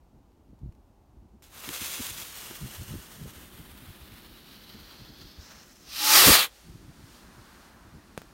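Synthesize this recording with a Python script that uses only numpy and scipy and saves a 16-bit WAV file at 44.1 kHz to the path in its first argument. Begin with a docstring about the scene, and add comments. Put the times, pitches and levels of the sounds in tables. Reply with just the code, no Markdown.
"""Rocket launch on a breezy night

A rocket's fuse is lit: its burning powder makes a hiss and a flame burr of coloured noise, fading with distance.
The hiss has a resonance that sinks as the rocket settles in its launch tube, then climbs as the fuse burns.
The motor swells as three bands of jet noise with two wavering tube notes, and its exhaust hits the microphone.
A dull far wash follows, then a dry burst of short shocks and ringing thumps, with a fainter echo.
Beneath lie night air, a low drone, breeze and gusts; short clicks, pops of powder and a knock stand out."""
import sys
import numpy as np
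from scipy import signal
from scipy.fft import rfft, irfft, next_fast_len
from scipy.io import wavfile

SR = 44100
rng = np.random.default_rng(int(sys.argv[2]) if len(sys.argv) > 2 else 0)


def dump_mix(stems):
    """Bounce the given channels to the path in sys.argv[1] as a 16-bit WAV at rate SR."""
    frames = np.atleast_2d(stems).T  # one column per channel
    limited = np.clip(frames, -1, 1)  # hard clip at full scale
    pcm = np.round(limited * 32767).astype(np.int16)
    wavfile.write(sys.argv[1], SR, pcm)


N = 367353
TIME = np.arange(N) / SR

# frequencies [Hz] and times [s] of the short-time spectrum that colours noise
FRAME = 1024
FRAME_HZ, FRAME_S, _ = signal.stft(np.zeros(N), SR, nperseg=FRAME)
FRAME_HZ = np.maximum(FRAME_HZ, 1)[:, None]

# bands in which noise levels are set [Hz]
LOW_BAND, MID_BAND, RUSH_BAND = (40, 450), (550, 2200), (2500, 6500)
TOP_BAND, FAR_BAND = (7800, 15500), (3000, 15000)

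# puffs of wind on the microphone, and the rocket's exhaust blast at 6.29 s:
# (time [s], level before trim [dB], relative length [s], eddy frequency before pacing [Hz])
GUSTS = [(0.535, -43.5, 0.019, 91), (0.649, -41, 0.041, 169.7), (0.658, -35, 0.05, 78),
         (1.177, -51.5, 0.12, 65), (1.68, -40, 0.0078, 253), (1.706, -45, 0.013, 262),
         (1.821, -37.5, 0.012, 237), (2.004, -33, 0.012, 310), (2.119, -43.5, 0.021, 123),
         (2.642, -34.5, 0.044, 120.2), (2.805, -37.5, 0.043, 82.9), (2.93, -34.5, 0.073, 135),
         (3.235, -39, 0.082, 130), (3.377, -42.5, 0.017, 113.3), (3.598, -40, 0.02, 162.7),
         (3.724, -46, 0.023, 77), (3.83, -44.5, 0.017, 139), (3.892, -41, 0.031, 106),
         (4.022, -46.5, 0.033, 69.9), (4.125, -43.5, 0.02, 101), (4.75, -46, 0.021, 160),
         (5.018, -45.5, 0.032, 135), (5.102, -43.5, 0.015, 160), (5.206, -47.5, 0.022, 170),
         (5.391, -41.5, 0.023, 85), (6.286, -14.5, 0.026, 210), (6.296, -26, 0.038, 62),
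         (6.692, -46, 0.055, 171), (6.755, -39.5, 0.012, 95.2), (6.889, -41, 0.02, 148.3),
         (7.036, -45.5, 0.027, 82), (7.392, -47.5, 0.038, 109), (7.879, -47, 0.02, 99),
         (7.956, -44.5, 0.047, 120.4)]

# the fuse catches, flares, and at last the flame slips into the nozzle
CATCH_S, FLARE_S, NOZZLE_S = 1.424, 1.49, 5.62
# the rocket passes the microphone; afterwards the low background dips briefly
PASS_S = 6.29
LULL_S, LULL_DB, LULL_WIDTH_S = 6.54, -23, 0.07


def from_db(db):
    """Level is logarithmic: decibels to amplitude gain."""
    return 10 ** (np.asarray(db) / 20)


def rms_one(x):
    """Mean power sets the level: scale to unit rms."""
    return x / np.sqrt(np.mean(x ** 2) + 1e-20)


def in_time(rows, at=TIME):
    """Linear interpolation: each column of a curve table, joined by straight lines."""
    s, *columns = np.transpose(rows)
    return [np.interp(at, s, c) for c in columns]


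def at_hz(points, hz=FRAME_HZ):
    """Logarithmic pitch scale: a spectrum in dB, interpolated over log frequency."""
    knots, db = np.transpose(points)
    return np.interp(np.log(hz), np.log(knots), db)


def during(start, end, fade):
    """Gating: one between two times, with linear ramps outside them."""
    return np.clip(np.minimum(TIME - start, end - TIME) / fade + 1, 0, 1)


def ramp(start, end, at=TIME):
    """Linear growth: nearly zero before the start, one after the end."""
    return np.clip((at - start) / max(end - start, 1e-3), 1e-4, 1)


def bell(centre, width, at=TIME):
    """Gaussian swell in time, one at its centre."""
    return np.exp(-.5 * ((at - centre) / width) ** 2)


def hump(hz, octaves):
    """Gaussian resonance on the log-frequency axis, one at its centre."""
    return np.exp(-.5 * (np.log2(FRAME_HZ / hz) / octaves) ** 2)


def drift(rate):
    """Slow random modulation of unit rms, changing about rate times a second."""
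    knots = rng.standard_normal(N // 16)
    return rms_one(np.interp(TIME * 2 * rate, np.arange(len(knots)), knots))


def reflection_db(lag_ms, share):
    """Interference: the comb colour of a sound joined by its own delayed reflection."""
    delayed = np.exp(-2j * np.pi * FRAME_HZ * lag_ms / 1000)
    return 20 * np.log10(abs(1 + np.clip(share, 0, .9) * delayed))


def phasing_db():
    """Interference: weak reflections slide as source and listener move by tube and rough ground."""
    slide = 1 + .04 * np.interp(FRAME_S, TIME, drift(1))
    lags_ms = rng.uniform(.9, 3.5, size=4)
    return sum(reflection_db(lag_ms * slide, .075) for lag_ms in lags_ms)


def turbulence(colour_db, band):
    """Turbulent noise of a fixed or moving colour, with unit rms expected inside the band (Hz)."""
    gain = from_db(colour_db)
    inside = (FRAME_HZ > band[0]) & (FRAME_HZ < band[1])
    gain = gain / np.sqrt(np.mean(gain ** 2 * inside, axis=0))
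    white = signal.stft(rng.standard_normal(N), nperseg=FRAME)[2]
    return signal.istft(white * gain)[1][:N]


def lowpass(x, hz, order=1):
    """Low-pass filtering (Butterworth): the treble is weakened above a corner frequency."""
    return signal.sosfilt(signal.butter(order, hz, fs=SR, output="sos"), x)


def clicks_at(times, db):
    """Impulse excitation: single-sample pushes of given sizes."""
    out = np.zeros(N)
    out[np.round(np.asarray(times) * SR).astype(int)] = from_db(db)
    return out


def dying(clicks, t60):
    """Exponential decay: an envelope falling 60 dB in t60 seconds after each click."""
    return signal.lfilter([1], [1, -from_db(-60 / (t60 * SR))], clicks + 1e-18)


def ring(clicks, hz, t60):
    """Damped resonance: a click sets a decaying sine ringing."""
    r, w = from_db(-60 / (t60 * SR)), 2 * np.pi * hz / SR
    return signal.lfilter([0, np.sin(w)], [1, -2 * r * np.cos(w), r * r], clicks + 1e-18)


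def night():
    """Broadband ambience: steady open air and a low drone like far traffic."""
    # colour of the open air: (frequency [Hz], relative level [dB])
    air_colour = [(15, -30), (40, 2.5), (65, -5), (85, -10), (115, -16), (220, -21), (310, -13.5),
                  (450, -21.5), (850, -19.5), (1100, -27), (1700, -36.5), (4000, -40.5), (15500, -47)]
    # colour of the drone: (frequency [Hz], relative level [dB])
    drone_colour = [(70, -27), (150, 0.5), (225, 2), (290, -4), (345, -0.5), (440, -13), (700, -23.5),
                    (2000, -66)]
    # level of the drone outside the lull: (time [s], level [dB])
    drone_level = [(0, -67.5), (2.25, -76), (2.55, -58), (5.1, -57.5), (5.8, -62), (7.3, -58.5),
                   (8.33, -59)]
    air = from_db(-69.5) * turbulence(at_hz(air_colour), MID_BAND)
    drone_db = in_time(drone_level)[0] + LULL_DB * bell(LULL_S, LULL_WIDTH_S)
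    return air + from_db(drone_db) * turbulence(at_hz(drone_colour), LOW_BAND)


def breeze(breeze_db=-69, stirred_db=-61.5, stirred_s=0.1, lumps_db=5.5):
    """Flow noise by turbulent pressure: lumpy throughout, and stirred around each puff or blast."""
    # (frequency [Hz], relative level [dB])
    breeze_colour = [(15, -31.5), (40, 0), (65, 1.5), (120, -7.5), (220, -7.5), (340, -12), (500, -30),
                     (1000, -46), (3000, -78.5)]
    stirred = sum(bell(s, stirred_s) for s, *_ in GUSTS)
    strength = np.sqrt(from_db(breeze_db) ** 2 + from_db(stirred_db) ** 2 * stirred)   # powers add
    unsteady_db = lumps_db * drift(10) + LULL_DB * bell(LULL_S, LULL_WIDTH_S)
    return strength * from_db(unsteady_db) * turbulence(at_hz(breeze_colour), LOW_BAND)


def gusts_and_blast(level_db=-2.3, width=0.47, spread=.45, big_eddy_db=-8, small_eddy_db=-13):
    """Eddy convection: in wind puffs and the exhaust blast, uneven eddies of three sizes pass the port."""
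    out = np.zeros(N)
    pace = np.exp(np.clip(spread, 0, 1) * drift(200))
    travel = np.cumsum(pace / pace.mean()) / SR
    for (s, db, length, hz), start in zip(GUSTS, rng.random(len(GUSTS))):
        near = slice(max(int((s - .2) * SR), 0), int((s + .2) * SR))
        swell = bell(s, width * length, TIME[near])
        phase = 2 * np.pi * (hz * travel[near] + start)
        eddies = np.sin(phase)
        eddies += from_db(big_eddy_db) * np.sin(0.35 * phase)
        eddies += from_db(small_eddy_db) * np.sin(2.15 * phase)
        out[near] += from_db(db + level_db) * swell * np.sqrt(2) * eddies
    return lowpass(out * from_db(2 * drift(99)), 494, order=4)


def exhaust_wash(peak_db=-27.5, rise_db_per_s=170.5, fall_db_per_s=196):
    """Flow noise: the exhaust buffets the microphone as the rocket passes."""
    # (frequency [Hz], relative level [dB])
    wash_colour = [(15, -21.5), (45, -9), (70, -3.5), (110, -5.5), (200, 0.5), (300, -3.5), (520, 7.5),
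                   (700, -10.5), (1500, -41)]
    below_peak_db = np.maximum(rise_db_per_s * (PASS_S - TIME), fall_db_per_s * (TIME - PASS_S))
    return from_db(peak_db - below_peak_db) * turbulence(at_hz(wash_colour), LOW_BAND)


def click_and_knock():
    """Modal ringing: the sharp click of a powder spit, then a knock, excite damped modes."""
    # the spit's click at 1.69 s, then the knock at 2.51 s: (time [s], push [dB])
    impulses = [(1.6914, -24.5), (2.5101, -27.5), (2.515, -37)]
    # their ring: (frequency [Hz], level relative to the push [dB], decay by 60 dB [s])
    modes = [(336, -8, 0.048), (920, -12, .015), (1500, -11, .012), (3300, -10, 0.0057), (7000, -14, .003)]
    pushes = clicks_at(*np.transpose(impulses))
    return sum(from_db(db) * ring(pushes, hz, t60) for hz, db, t60 in modes)


def clicks_and_pops(level_db=-6, bright_hz=7000):
    """Impulsive noise: short noisy clicks before the fuse catches, then pops of powder, decay quickly."""
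    # (time [s], level before trim [dB], decay by 60 dB [s])
    pops = [(.3188, -63, .01), (.59, -62, .03), (0.7232, -56, .02), (.7503, -60, .02), (1.4227, -46, 0.012),
            (1.4397, -44, .02), (1.69, -19, 0.0082), (1.78, -36, .01), (2.507, -40, 0.022),
            (4.3214, -47, .006)]
    crackle = rms_one(np.tanh(lowpass(rng.standard_normal(N), bright_hz) * 2))
    return from_db(level_db) * crackle * sum(dying(clicks_at(s, db), t60) for s, db, t60 in pops)


def sparks(per_s=140, size_db=-7, spread_db=2.0, t60=0.0063):
    """Random (Poisson-like) arrivals: tiny grains briefly lift the hiss; mean power one."""
    sizes = from_db(size_db + spread_db * np.minimum(rng.exponential(1, N), 4))
    return rms_one(1 + dying(sizes * (rng.random(N) < per_s / SR), t60))


def fuse_levels():
    """Distance law: gains of hiss and flame as the fuse catches, flares, surges and is left behind."""
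    # surges and falters of the burning fuse; the last is the motor's ignition puff:
    # (time [s], hiss change [dB], flame change [dB], bell width [s])
    surges = [(1.985, -3, 0.5, 0.018), (2.153, -1.5, -2, 0.021), (4.93, 1, 4.5, 0.12),
              (5.207, -2.5, -1, 0.22), (5.543, -3, 5.5, 0.093), (5.894, -4, 6, 0.028)]
    retreat_s, start_m, retreat_m_per_s = 2.035, 0.29, 0.9
    doublings = np.log2(1 + retreat_m_per_s * np.maximum(TIME - retreat_s, 0) / start_m)
    # the flame's burr fades less per doubling of distance than the beamed hiss
    hiss_db = -38.5 - 7 * doublings
    flame_db = -49 - 3.5 * doublings
    flame_db -= 2.5 * ramp(NOZZLE_S, NOZZLE_S + .03)   # muffled in the nozzle
    for s, hiss_surge_db, flame_surge_db, width in surges:
        swell = bell(s, width)
        hiss_db = hiss_db + hiss_surge_db * swell
        flame_db = flame_db + flame_surge_db * swell
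    # a short fizz at the catch, falling at 107 dB per second
    catch = from_db(-58 - 107 * np.maximum(TIME - CATCH_S, 0))
    hiss_rise_s, flame_rise_s, flare_power = 0.33, 0.15, 1.25
    hiss = ramp(FLARE_S, FLARE_S + hiss_rise_s) ** flare_power * from_db(hiss_db)
    flame = ramp(FLARE_S, FLARE_S + flame_rise_s) ** flare_power * from_db(flame_db)
    return hiss + catch, flame + from_db(-4) * catch


def sleeve_depths():
    """Resonator coupling: dB of the sleeve's peak and of the dips above and below, as the flame moves in."""
    enter_s, deep_s = 3.85, 5.05
    mouth_s, mouth_width_s, dip_full_s = 3.2, 0.42, 3.74
    depth = ramp(enter_s, deep_s, FRAME_S)
    muffled = ramp(NOZZLE_S, NOZZLE_S + 0.026, FRAME_S)
    open_lift_db, deep_lift_db = 2.5, 13
    lift_db = open_lift_db + (deep_lift_db - open_lift_db) * depth - 2.5 * muffled
    dip_db = 8.5 * ramp(mouth_s, dip_full_s, FRAME_S) * (1 - muffled)
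    # a notch while the flame nears the mouth, then a slight lift when it is deep
    under_db = 15 * bell(mouth_s, mouth_width_s, FRAME_S) - 3 * depth * (1 - muffled)
    return lift_db, dip_db, under_db


def fuse(flutter_db=1.13, sputter_db=0.55, heave_db=0.5, ring_octaves=0.42, dip_ratio=1.92,
         dip_octaves=0.29, under_ratio=0.77, under_octaves=0.11, crest_db=1.5, crest_octaves=0.061):
    """Air-column resonance: unevenly burning powder hisses through a sleeve, over the flame's burr."""
    # resonance, sinking as the rocket settles in the tube, then climbing as the fuse burns:
    # (time [s], resonance [Hz])
    sleeve_pitch = [(1.42, 3440), (2.2, 3370), (2.45, 2880), (3.35, 2980), (4.5, 3950), (5.38, 4420),
                    (5.44, 5270), (5.86, 5399)]
    # reflections in and around the sleeve: (lag [periods of its resonance], share [1])
    sleeve_echoes = [(1.0, .08), (2.75, .13), (5.1, .12)]
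    # colour of the hiss before the sleeve: (frequency [Hz], relative level [dB])
    hiss_colour = [(400, -36), (1000, -8), (2200, 0.5), (4000, -.5), (6800, 0.5), (8200, 1.5),
                   (12500, -0.5), (15500, -1)]
    # colour of the burr: (frequency [Hz], relative level [dB])
    flame_colour = [(200, -5), (500, -1), (750, -2.5), (1300, 0), (1750, -1), (2300, -4), (3000, -4),
                    (6000, -15.5)]
    hz, = in_time(sleeve_pitch, FRAME_S)
    lift_db, dip_db, under_db = sleeve_depths()
    hiss_gain, flame_gain = fuse_levels()
    sleeve = lift_db * hump(hz, ring_octaves) + crest_db * hump(hz, crest_octaves)
    # antiresonances flank the peak
    sleeve = sleeve - dip_db * hump(hz * dip_ratio, dip_octaves)
    sleeve = sleeve - under_db * hump(hz * under_ratio, under_octaves)
    ripples = sum(reflection_db(1000 * periods / hz, share) for periods, share in sleeve_echoes)
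    hiss = turbulence(at_hz(hiss_colour) + sleeve + ripples + phasing_db(), TOP_BAND)
    flame = turbulence(at_hz(flame_colour), MID_BAND)
    uneven_db = heave_db * drift(7) + flutter_db * drift(25) + sputter_db * drift(300)
    burn = from_db(uneven_db) * during(CATCH_S, 5.98, fade=.002)
    return burn * (hiss * sparks() * hiss_gain + flame * flame_gain)


def far_rocket(hiss_trim_db=0.0, rumble_trim_db=-0.3):
    """Propagation loss and echo: distance and the land turn the jet into a dull, lingering wash."""
    # climbing rocket and its echo from the land, before trims: (time [s], hiss [dB], rumble [dB])
    far_levels = [(6.54, -58.5, -65), (6.57, -57, -66), (6.77, -62, -66), (6.914, -63, -62.5),
                  (7.15, -56.5, -60.5), (7.288, -61, -58), (7.654, -59.5, -57.5), (7.752, -65, -58),
                  (8.14, -64, -62)]
    # colour of the hiss: (frequency [Hz], relative level [dB])
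    hiss_colour = [(800, -3.5), (2500, 0.5), (4500, 2.5), (7000, -2.5), (9500, -2.5), (12500, -7.5),
                   (15500, -8)]
    # colour of the rumble: (frequency [Hz], relative level [dB])
    rumble_colour = [(200, -31), (500, -2.5), (1100, 2.5), (1700, 0), (2600, -10), (5000, -25)]
    hiss_db, rumble_db = in_time(far_levels)
    hiss = from_db(hiss_db + hiss_trim_db) * turbulence(at_hz(hiss_colour), FAR_BAND)
    rumble = from_db(rumble_db + rumble_trim_db) * turbulence(at_hz(rumble_colour), MID_BAND)
    return (hiss + rumble) * during(6.53, N / SR, fade=0.13)


def burst(shock_hz=1500, shock_t60=0.0013, snap_db=-3, snap_t60=0.0011,
          crack_db=-16, crack_t60=0.011, tail_db=-27, tail_t60=0.16):
    """Blast wave: a steep shock with a short thump behind it, then faint scatter from the ground."""
    # the burst and its echo: (time [s], shock push [dB], thump push [dB])
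    blasts = [(8.177, -22.5, -25), (8.2178, -34, -43)]
    # ring of the thump: (frequency [Hz], level relative to the push [dB], decay by 60 dB [s])
    thump_modes = [(182, -5, 0.027), (474, 1.5, 0.0091), (814, -32, 0.0066)]
    s, shock_db, thump_db = np.transpose(blasts)
    shock = clicks_at(s, shock_db)
    push = clicks_at(s + 0.00041, thump_db)
    thump = sum(from_db(db) * ring(push, hz, t60) for hz, db, t60 in thump_modes)
    front = -2 * ring(shock, shock_hz, shock_t60)
    snap = from_db(snap_db) * dying(shock, snap_t60) * rng.choice([-1, 1], N)
    scatter = from_db(crack_db) * dying(shock, crack_t60) + from_db(tail_db) * dying(shock, tail_t60)
    return thump + front + snap + scatter * rms_one(lowpass(rng.standard_normal(N), 4500))


def edge_tone(rows, wobble, waver_db):
    """Edge-tone excitation: an air jet sounds an unsteady note on a resonance of the tube."""
    hz, db = in_time(rows)
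    phase = 2 * np.pi * np.cumsum(hz * (1 + wobble * drift(60))) / SR
    gain = from_db(db + waver_db * drift(40)) * during(rows[0][0], rows[-1][0], fade=.02)
    return np.sqrt(2) * np.sin(phase) * gain


def jet_db(full_db, power, turn_db, fade_db_per_s):
    """Power law of jet noise: level follows pressure, then falls on leaving, turning and burnout."""
    ignite_s, build_s = 5.708, 0.45
    leave_s, turn_s = 6.3575, 0.01
    burnout_s, burnout_db_per_s = 6.445, 555
    build_db = power * 20 * np.log10(ramp(ignite_s, ignite_s + build_s))
    # the beam turns away while the rocket recedes
    away_db = turn_db * ramp(leave_s, leave_s + turn_s)
    away_db += fade_db_per_s * np.maximum(TIME - leave_s, 0)
    return full_db + build_db - away_db - burnout_db_per_s * np.maximum(TIME - burnout_s, 0)


def motor(rush_edge=1.24, edge_db=-22, flutter_db=0.7, pass_dip_db=-4, pass_dip_s=0.02):
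    """Jet mixing noise: hiss, rush and roar, combed by a moving ground reflection, over the tube's notes."""
    # centre of the rush, sinking overall as the rocket speeds away: (time [s], centre [Hz])
    rush_pitch = [(5.84, 5154), (5.95, 4470), (6.1, 4860), (6.22, 4480), (6.33, 4100), (6.42, 3660),
                  (6.5, 3020)]
    # lag of the ground reflection, long once the nozzle has lifted: (time [s], lag [ms])
    ground_lag = [(5.84, 0.83), (6.1, 0.74), (6.25, 1.1), (6.35, 2.4), (6.5, 7.8)]
    # the jet blows across the launch tube: (time [s], mean pitch [Hz], level before waver [dB])
    hoot_notes = [(5.97, 835, -71), (6.02, 830, -37.5), (6.07, 864, -38.5), (6.125, 866, -28),
                  (6.17, 844, -40), (6.22, 870, -55)]
    # the tube's lower note: (time [s], mean pitch [Hz], level before waver [dB])
    hum_notes = [(5.97, 300, -66), (6.02, 310.6, -47.5), (6.11, 312, -48.5), (6.17, 336, -37),
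                 (6.22, 377, -36.5), (6.26, 375, -49)]
    # colour of the hiss: (frequency [Hz], relative level [dB])
    hiss_colour = [(1500, -20), (4000, -2.5), (7000, 2), (9000, 3), (11500, 3), (13000, 2), (15500, 1)]
    # colour of the roar: (frequency [Hz], relative level [dB])
    roar_colour = [(100, -23), (400, -9), (700, -1.5), (1200, 2.5), (2000, 1), (3000, -5), (6000, -14)]
    hiss_db = jet_db(full_db=-17, power=5, turn_db=6.5, fade_db_per_s=100)
    rush_db = jet_db(full_db=-17, power=4, turn_db=1, fade_db_per_s=121.5)
    roar_db = jet_db(full_db=-22, power=5.5, turn_db=3.5, fade_db_per_s=94)
    rush_db = rush_db + pass_dip_db * bell(PASS_S, pass_dip_s)   # the rush dips briefly at the pass
    ground = reflection_db(in_time(ground_lag, FRAME_S)[0], share=0.14) + phasing_db()
    # (multiple of the centre [1], relative level [dB])
    rush_shape = [(.05, -40), (.3, -14), (.6, -4), (1, 0),
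                  (rush_edge, -2), (rush_edge * 1.28, edge_db), (4, -35)]
    rush_colour = at_hz(rush_shape, FRAME_HZ / in_time(rush_pitch, FRAME_S)[0])
    hiss = from_db(hiss_db) * turbulence(at_hz(hiss_colour) + ground, TOP_BAND)
    rush = from_db(rush_db) * turbulence(rush_colour + ground, RUSH_BAND)
    roar = from_db(roar_db) * turbulence(at_hz(roar_colour) + ground, MID_BAND)
    flutter = from_db(flutter_db * drift(70))
    jet = (hiss + rush + roar) * flutter * during(5.84, 6.51, fade=0.065)
    hoot = edge_tone(hoot_notes, wobble=.008, waver_db=1.5)
    hum = edge_tone(hum_notes, wobble=.05, waver_db=3)
    return jet + hoot + hum


def scene():
    """Superposition: all sources add at one microphone, the same in both channels."""
    air = night() + breeze() + gusts_and_blast() + exhaust_wash()
    burning = click_and_knock() + clicks_and_pops() + fuse()
    mono = air + burning + far_rocket() + burst() + motor()
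    return np.stack([mono, mono])


def record(dry, top=1.0, hand_lag_ms=0.711, hand_share=0.03, low_cut_hz=35, high_cut_hz=15800):
    """Transducer response: hand reflection and port colour the sound, peaks saturate, extremes are cut."""
    # (frequency [Hz], response [dB])
    microphone = [(1000, -0.5), (5400, -1), (6100, -.5), (6900, 0), (7600, -2.5), (8300, -1.5), (9700, -1),
                  (10450, -5), (11200, -1.5), (12100, 0), (12700, 1), (13500, -1), (15000, -1)]
    size = next_fast_len(N)
    hz = np.maximum(np.arange(size // 2 + 1) * SR / size, 1)
    hand = 1 + hand_share * np.exp(-2j * np.pi * hz * hand_lag_ms / 1000)
    response = hand * from_db(at_hz(microphone, hz))
    coloured = irfft(rfft(dry, size) * response, size)[:, :N]
    low_cut = signal.butter(3, low_cut_hz, "high", fs=SR, output="sos")
    coloured = signal.sosfilt(low_cut, coloured)
    rounded = top * np.tanh(coloured / top)
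    steep = signal.ellip(12, .1, 90, high_cut_hz, fs=SR, output="sos")
    return signal.sosfilt(steep, rounded)


dry = scene()
out = record(dry)
dump_mix(out)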